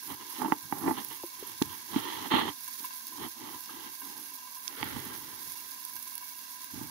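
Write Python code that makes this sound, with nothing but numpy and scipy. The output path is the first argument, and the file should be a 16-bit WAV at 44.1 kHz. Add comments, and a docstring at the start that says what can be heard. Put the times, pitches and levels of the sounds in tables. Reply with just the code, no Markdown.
"""Fat sizzles and spits around greens in sauce under a glass lid on a gas stove: bursts gate coloured noise.
Bubbles ring the hollow under the lid; thick sauce plops as short decaying sines.
The burner is a steady low noise. The pan is heard from close by through a hand-held phone:
fingers rub, knock and brush its case, as noise shaped by the case's response.
Sharp cracks, from a case seam or a fat spit, are short decaying noise."""
import sys
import numpy as np
from scipy import signal
from scipy.fft import rfft, irfft, next_fast_len
from scipy.io import wavfile
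from scipy.ndimage import map_coordinates

SR = 44100
rng = np.random.default_rng(int(sys.argv[2]) if len(sys.argv) > 2 else 0)


def transcribe(u):
    """Save the signal u as a 16-bit wav file named by the first command-line argument.

    u: samples, shape (n,) or (channels, n), limited to [-1, 1]; the rate is SR.
    q: integer samples, one column per channel.
    """
    v = np.clip(np.atleast_2d(u).T, -1, 1)
    q = np.round(v * 32767).astype(np.int16)
    wavfile.write(sys.argv[1], SR, q)


N = 304290


def amp(db):
    """Decibels to gain."""
    return 10 ** (np.asarray(db) / 20)


def unit(x):
    """Scale to rms 1."""
    return x / np.sqrt(np.mean(x ** 2) + 1e-20)


def wobble(knots_hz):
    """Smooth random curve through normal-distributed knots."""
    knots = rng.standard_normal(int(N * knots_hz / SR) + 4)
    return map_coordinates(knots, [np.arange(N) * knots_hz / SR])


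def response(colour, tilt=None, modes=(), size=8192):
    """Minimum-phase stereo impulse response of a colour table, plus a (hz, db) tilt and resonances."""
    grid_hz = np.fft.rfftfreq(size, 1 / SR) + 1
    hz, *sides_db = np.transpose(colour)
    db = np.array([np.interp(np.log(grid_hz), np.log(hz), side) for side in sides_db])
    db = db + sum(lift_db / (1 + (2 * (grid_hz - centre_hz) / width_hz) ** 2)
                  for centre_hz, width_hz, lift_db in modes)
    if tilt is not None:
        tilt_hz, tilt_db = np.transpose(tilt)
        db = db + np.interp(np.log(grid_hz), np.log(tilt_hz), tilt_db)
    # fold the cepstrum onto positive time: causal, minimum phase
    cepstrum = irfft(np.log(amp(db)))
    cepstrum[:, 1:size // 2] *= 2
    cepstrum[:, size // 2 + 1:] = 0
    return irfft(np.exp(rfft(cepstrum)))


def through(x, impulse):
    """Convolve a force with a stereo impulse response of unit mean energy per side."""
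    impulse = impulse / np.sqrt(np.sum(impulse ** 2) / 2)
    return signal.fftconvolve(np.atleast_2d(x), impulse, axes=1)[:, :N]


def noise(alike=0):
    """Two white noises; alike is the power share they have in common."""
    share = np.clip(alike, 0, 1)
    common = np.sqrt(share) * rng.standard_normal(N)
    return common + np.sqrt(1 - share) * rng.standard_normal((2, N))


def bursts(rate_hz, spread_db, t60_s):
    """Envelope of rms 1: random bursts of uneven size, each decaying exponentially."""
    onsets = rng.random(N) < rate_hz / SR
    size_db = spread_db * np.minimum(rng.standard_normal(N), 2.6)
    energy = onsets * amp(size_db) ** 2
    decay_per_sample = amp(-60 / (t60_s * SR)) ** 2
    return unit(np.sqrt(signal.lfilter([1], [1, -decay_per_sample], energy)))


def decay(start_s, t60_s, attack_s):
    """Envelope that rises at start_s and dies away."""
    t = np.maximum(np.arange(N) / SR - start_s, 0)
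    return (1 - np.exp(-t / attack_s)) * np.exp(-np.minimum(np.log(1000) * t / t60_s, 20))


def add(track, start_s, sound):
    """Mix a short sound in at start_s."""
    part = track[..., round(start_s * SR):][..., :sound.shape[-1]]
    part += sound[..., :part.shape[-1]]


# burner and room colour: hz [Hz], left_db [dB], right_db [dB]
ROOM_COLOUR = [(25, -31, -25), (50, -30, -21), (87.5, -1, -7), (153, -17.5, -16), (246.5, 6.5, 2.5),
               (336, -1.5, -1), (394, -12.5, -20.5), (650, -8, -8), (870, -8.5, -15), (1360, -33, -29),
               (4050, -42, -10.5)]


def kitchen():
    """The burner's low, nearly even rush, coloured by the room."""
    flame = amp(-61.5 + 0.19 * wobble(2.9))
    return flame * through(noise(alike=1.0), response(ROOM_COLOUR))


# case resonances: centre_hz [Hz], width_hz [Hz], lift_db [dB]
CASE_MODES = [(294, 50, 4), (431, 35, 4), (886, 55, 6), (1165, 50, 5), (1356, 60, 4), (1815, 50, 4),
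              (1982, 80, 4), (2292, 50, 4), (2753, 45, 4), (2887, 45, 4), (3150, 50, 3), (3226, 40, 3.5),
              (3374, 45, 4), (3868, 50, 3), (4270, 70, 4)]


def case(colour, tilt=None):
    """Phone case response; its bending waves reach the left microphone later."""
    left, right = response(colour, tilt, CASE_MODES)
    lag = round(.0007 * SR)
    return np.array([np.pad(left, (lag, 0))[:len(left)], right])


def pressure(full_s, rise_s, hold_s, release_s):
    """Stroke envelope: skin presses on, slides, lets go; 20 dB per rise_s or release_s."""
    t = np.arange(N) / SR - full_s
    away = np.maximum(-t / rise_s, 0) + np.maximum((t - hold_s) / release_s, 0)
    return amp(-20 * np.minimum(away, 10))


# finger strokes: full_s (full pressure), rise_s, hold_s, release_s [s], flex_db, hum_db, rasp_db [dB]
STROKES = [(0.111, 0.058, 0.0057, 0.055, -47.5, -39.5, -42.5), (0.205, .03, 0.016, 0.045, -70, -54, -51),
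           (0.356, 0.16, 0.033, .05, -72, -65, -45.5), (0.418, .04, 0.046, 0.077, -73, -32, -49),
           (0.52, 0.027, .02, .04, -59, -44, -58), (0.635, .02, .02, .06, -55.5, -61, -78),
           (0.725, 0.028, 0.043, .06, -51, -46, -60), (0.848, 0.092, 0.018, .03, -46.5, -33, -54),
           (0.877, 0.014, 0.024, 0.035, -41.5, -23, -57), (0.976, .06, 0.0075, 0.075, -56, -39, -39.5),
           (1.083, 0.054, 0.011, 0.086, -63, -65, -64), (1.108, 0.0087, 0.0079, 0.11, -66, -58, -45),
           (1.419, 0.1, 0.092, 0.11, -62, -58, -51.5), (1.636, 0.059, 0.037, 0.083, -49, -55, -69),
           (1.701, 0.054, 0.031, 0.18, -65, -78, -48.5), (1.939, 0.053, 0.046, 0.08, -46, -39.5, -39),
           (2.04, 0.047, 0.084, .12, -71, -58, -38.5), (2.17, 0.048, 0.039, 0.09, -55, -51, -45.5),
           (2.249, 0.04, 0.012, 0.037, -70, -40, -41.5), (2.313, .006, 0.0076, 0.0086, -51, -29, -33),
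           (2.331, 0.035, 0.067, 0.054, -46, -29.5, -25.5), (2.455, 0.057, 0.039, 0.027, -50, -38, -37),
           (2.8, 0.025, .025, 0.061, -74, -55.5, -56), (3.225, .11, 0.042, 0.021, -53, -40, -43.5),
           (3.416, .07, .14, 0.036, -60, -47.5, -49.5), (3.707, 0.072, 0.18, 0.065, -66, -54.5, -51),
           (4.028, .04, 0.16, .2, -79, -53.5, -58.5), (4.71, .06, 0.036, 0.045, -75, -56, -68),
           (4.8, 0.011, 0.016, 0.22, -47.5, -46, -62), (4.962, 0.11, .018, .08, -44.5, -46, -60),
           (5.055, 0.034, .01, 0.59, -55, -49.5, -53), (5.468, .02, 0.0058, 0.028, -60, -78, -68),
           (5.944, .06, 0.02, .04, -66, -67, -70), (6.745, 0.027, 0.094, 0.11, -47, -51, -66)]
# case colour when rubbed or tapped, rasped, flexed, brushed by the palm: hz [Hz], left_db, right_db [dB]
HUM_COLOUR = [(40.4, -41, -55), (93, -29, -21), (179, -28.5, -6.5), (259, -7, 2), (331, 1, -7),
              (446, -11, -27.5), (696, -20, -21), (810, -18.5, -3.5), (1060, -20, -8), (1510, -48, -19),
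              (1930, -38, -20.5), (3540, -52, -44.5), (5000, -48, -51), (11900, -69, -78)]
RASP_COLOUR = [(120, -27, -40), (231, -18.5, -9), (358, 3, -3.5), (450, -18.5, -7.5), (680, -17, -22.5),
               (937, -16, 3.5), (1215, -77, -6.5), (1630, -9, -15), (2000, -14.5, -6), (2500, -17, -16.5),
               (3090, -16, -4), (4240, -19, -12), (4620, -38, -22.5), (9000, -77, -89)]
FLEX_COLOUR = [(25, -53, -32.5), (49.6, -37, -19), (86, -11.5, 0.5), (152, -4.5, -3), (216, -18, -6.5),
               (496, -47, -26)]
PALM_COLOUR = [(100, -7, -4), (374, 14, 11), (680, 2, 0), (1210, -1, 11), (2100, 10, 10.5), (2560, -14, 4),
               (3140, 8.5, 7.5), (4830, -30, 4), (9000, -66, -49)]
# palm brushing away: rise_s, hold_s, release_s [s], level_db [dB]
PALM_SWEEP = (0.14, -0.06, 0.68, -39.5)
PALM_LANDS_S = 4.812


def rubbing():
    """Skin sticks and slips on the case, which flexes, hums and rasps; a palm brushes away."""
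    slips = bursts(rate_hz=760, spread_db=0.64, t60_s=0.029)
    flexing, humming, rasping = sum(amp(levels_db)[:, None] * pressure(full_s, rise_s, hold_s, release_s)
                                    for full_s, rise_s, hold_s, release_s, *levels_db in STROKES)
    hum = through(humming * slips * noise(alike=1.0), case(HUM_COLOUR))
    flex = through(flexing * noise(alike=0.49), case(FLEX_COLOUR))
    rasp = through(rasping * slips * noise(alike=0.23), case(RASP_COLOUR))
    *timing_s, palm_db = PALM_SWEEP
    brushing = amp(palm_db) * pressure(PALM_LANDS_S, *timing_s)
    palm = through(brushing * slips * noise(alike=0.093), case(PALM_COLOUR))
    return hum + flex + rasp + palm


# finger taps, relative levels: start_s [s], thud_db [dB], ring_db [dB], snap_db [dB]
TAPS = [(0.418, -45, -28, -45), (0.447, -34, -30, -67), (0.522, -29, -18, -27.5), (0.725, -31, -24.5, -41),
        (0.879, -30.5, -33.5, -40), (1.6172, -20, -31, -58), (1.961, -21.5, -37, -32.5),
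        (2.338, -26, -25, -49), (2.402, -45, -39, -31), (3.272, -50, -65, -60), (4.8292, -41.5, -29.5, -22),
        (4.966, -38.5, -49, -54), (5.063, -43.5, -56, -53), (6.736, -40.5, -93, -63),
        (6.775, -43.5, -69, -65), (6.812, -36.5, -47.5, -72)]


def taps():
    """A soft fingertip thuds; harder contact also rings the stiff parts; each chatters briefly."""
    out = np.zeros((2, N))
    t = np.arange(SR // 25) / SR
    for start_s, thud_db, ring_db, snap_db in TAPS:
        hardness = [(120, thud_db + 9), (330, thud_db), (800, ring_db), (1400, ring_db),
                    (3000, snap_db + 20.5), (6000, snap_db + 11.5)]
        force = .045 * amp(-60 * t / .028) * rng.standard_normal(len(t))  # chatter
        force[0] = 1  # impact
        knock = signal.fftconvolve(force[None], case(HUM_COLOUR, hardness), axes=1)
        add(out, start_s, amp(46.0) * knock)
    return out


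# sharp cracks and pops, a case seam or a fat spit: start_s [s], level_db [dB], t60_s [s]
CRACKS = [(1.6222, -13.5, .011), (4.6782, -20, .011)]
# crack colour: hz [Hz], left_db [dB], right_db [dB]
CRACK_COLOUR = [(200, -45, -35), (1000, -22, -12), (3500, -14, 0), (6300, -14, 1), (8000, -30, -9),
                (10300, -28, -4), (12500, -30, -11), (15000, -22, -8)]


def cracks():
    """Sharp cracks and pops, from a case seam or a fat spit: short decaying noise."""
    snaps = sum(amp(level_db) * decay(start_s, t60_s, attack_s=.0006)
                for start_s, level_db, t60_s in CRACKS)
    return through(snaps * noise(), response(CRACK_COLOUR))


# sauce plops, relative levels: start_s [s], level_db [dB], pitch_hz [Hz], t60_s [s]
PLOPS = [(1.2345, -29, 895, 0.011), (1.2365, -38, 530, 0.031), (1.2381, -35, 344, 0.062),
         (1.426, -31.5, 402, 0.024), (3.692, -41, 1240, 0.03), (3.695, -51, 432, 0.029)]


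def plops():
    """Large slow bubbles in thick sauce open with a short, hollow note."""
    t = np.arange(N) / SR
    notes = sum(amp(level_db) * decay(start_s, t60_s, attack_s=0.0011)
                * np.sin(2 * np.pi * pitch_hz * (t - start_s))
                for start_s, level_db, pitch_hz, t60_s in PLOPS)
    left_right_db = [[5], [3]]
    return amp(left_right_db) * notes


# hollow under the lid: centre_hz [Hz], width_hz [Hz], level_db [dB]
LID = [(1009, 93, -2), (1614, 123, -9), (2222, 62, -14), (2753, 145, -12.5)]
# big bubbles, relative levels: start_s [s], level_db [dB]
BUBBLES = [(2.675, -40.5), (2.841, -34.5), (2.904, -42), (3.691, -41), (3.862, -37), (4.015, -38),
           (5.113, -39.5), (5.553, -42), (5.96, -41), (6.222, -39.5)]


def simmer():
    """Bubbles burst all over the sauce; each lid resonance is rung by its own share of them."""
    t = np.arange(SR // 20) / SR
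    big_pops = sum(amp(level_db) * decay(start_s, t60_s=0.07, attack_s=0.00028)
                   for start_s, level_db in BUBBLES)
    out = np.zeros((2, N))
    for centre_hz, width_hz, level_db in LID:
        boiling = amp(1.1 * wobble(3.5)) * bursts(rate_hz=400, spread_db=2.5, t60_s=.07)
        # builds up, then leaks out at the rim
        ring = t * np.exp(-np.pi * width_hz * t) * np.cos(2 * np.pi * centre_hz * t)
        popping = np.hypot(amp(-52) * boiling, big_pops) * noise()
        out += amp(level_db) * through(popping, np.array([ring, amp(-1.5) * ring]))
    return out


# spitting drops of fat, relative levels: start_s [s], level_db [dB], t60_s [s]
SPITS = [(0.073, -32, .02), (0.142, -32, .015), (1.0475, -24, .008), (1.657, -30, .01), (2.347, -27, .009),
         (2.634, -35, .02), (2.678, -33, .06), (2.847, -34, .03), (3.069, -24, .008), (3.285, -31, .012),
         (3.953, -30, .01), (4.179, -29, .009), (4.547, -34, .02), (5.001, -27, .009), (5.8505, -22, .007),
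         (5.955, -31, .018), (5.964, -33, .04), (6.026, -31, .028), (6.076, -34, .05), (6.153, -28, .025),
         (6.179, -22, .009), (6.643, -28, .012)]
# fizz and hiss colours, shared with sizzle: hz [Hz], left_db [dB], right_db [dB]
FIZZ_COLOUR = [(4830, -38, -54), (8600, -34, -11.5), (9450, -45, -5), (10520, -22, 1), (12450, -37, 3),
               (12200, -9, 3), (13500, -44, -4), (15440, -9, -0.5), (16460, -4, -10)]
HISS_COLOUR = [(626, -29, -18.5), (1400, -7, -12), (1960, -6.5, -3), (2570, -13, -5), (3030, -9.5, -17),
               (3240, -3, -1.5), (4800, -0.5, 1.5), (6660, -1.5, 2.5), (6760, -15, 0), (8200, -20, -7.5),
               (11500, -45, -2), (16500, -48, -65)]


def spits():
    """Single drops of fat burst into steam, as a tick or a short sputter."""
    steam = sum(amp(level_db) * decay(start_s, t60_s, attack_s=0.00035)
                for start_s, level_db, t60_s in SPITS)
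    bright = amp(1) * through(steam * noise(), response(FIZZ_COLOUR))
    return bright + amp(-11) * through(steam * noise(), response(HISS_COLOUR))


# frying strength, relative levels: time_s [s], fizz_db (at the rim) [dB], hiss_db [dB]
FRYING = [(0.0, -49.5, -54.26), (0.08, -45.32, -55), (0.19, -51.74, -57), (0.35, -46.5, -53),
          (0.54, -50.29, -57), (0.7, -47.5, -55.52), (1.05, -47, -56), (1.35, -49, -56), (1.9, -48.5, -54),
          (2.56, -50.5, -55), (2.72, -46.34, -54), (3.35, -50, -56), (4.1, -48, -55.5), (4.45, -50, -57),
          (5.65, -46.5, -54.5), (6.15, -48.5, -56.5), (6.3, -48.5, -55.28), (6.9, -49, -55)]
# duller, then brighter bursts: share_db [dB], tilt as (hz [Hz], gain_db [dB]) points
FIZZ_TILTS = [(-0.3, [(12500, -3), (14000, -14.5)]), (-0.1, [(11500, -16), (14000, 11)])]


def sizzle():
    """Water flashes to steam in hot fat: hiss plus two layers of tiny bursts, one duller, one brighter."""
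    times_s, *levels_db = np.transpose(FRYING)
    fizz_db, hiss_db = (np.interp(np.arange(N) / SR, times_s, db) for db in levels_db)
    clumps = amp(0.7 * wobble(70) + 0.6 * wobble(22))
    frying = bursts(rate_hz=1500, spread_db=5, t60_s=.01)
    hiss = amp(hiss_db) * clumps * np.hypot(amp(2.5) * frying, amp(3.5))  # bursts over a steady part
    out = through(hiss * noise(), response(HISS_COLOUR))
    surges = amp(fizz_db + 1.1 * wobble(26))
    for share_db, tilt in FIZZ_TILTS:
        crackle = bursts(rate_hz=1400, spread_db=6, t60_s=.007)
        fizz = surges * clumps * np.hypot(crackle, amp(-1.5))
        out += amp(share_db) * through(fizz * noise(), response(FIZZ_COLOUR, tilt))
    return out


def scene():
    """The kitchen, the hand on the phone, sharp cracks and the pan."""
    hand = rubbing() + taps()
    pan = plops() + simmer() + spits() + sizzle()
    return kitchen() + hand + cracks() + pan


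def record(dry):
    """The phone keeps nothing above its band limit."""
    top_hz = 15700
    size = next_fast_len(N + SR // 2)
    passband = np.fft.rfftfreq(size, 1 / SR) < top_hz
    return irfft(rfft(dry, size) * passband, size)[:, :N]


dry = scene()
out = record(dry)
transcribe(out)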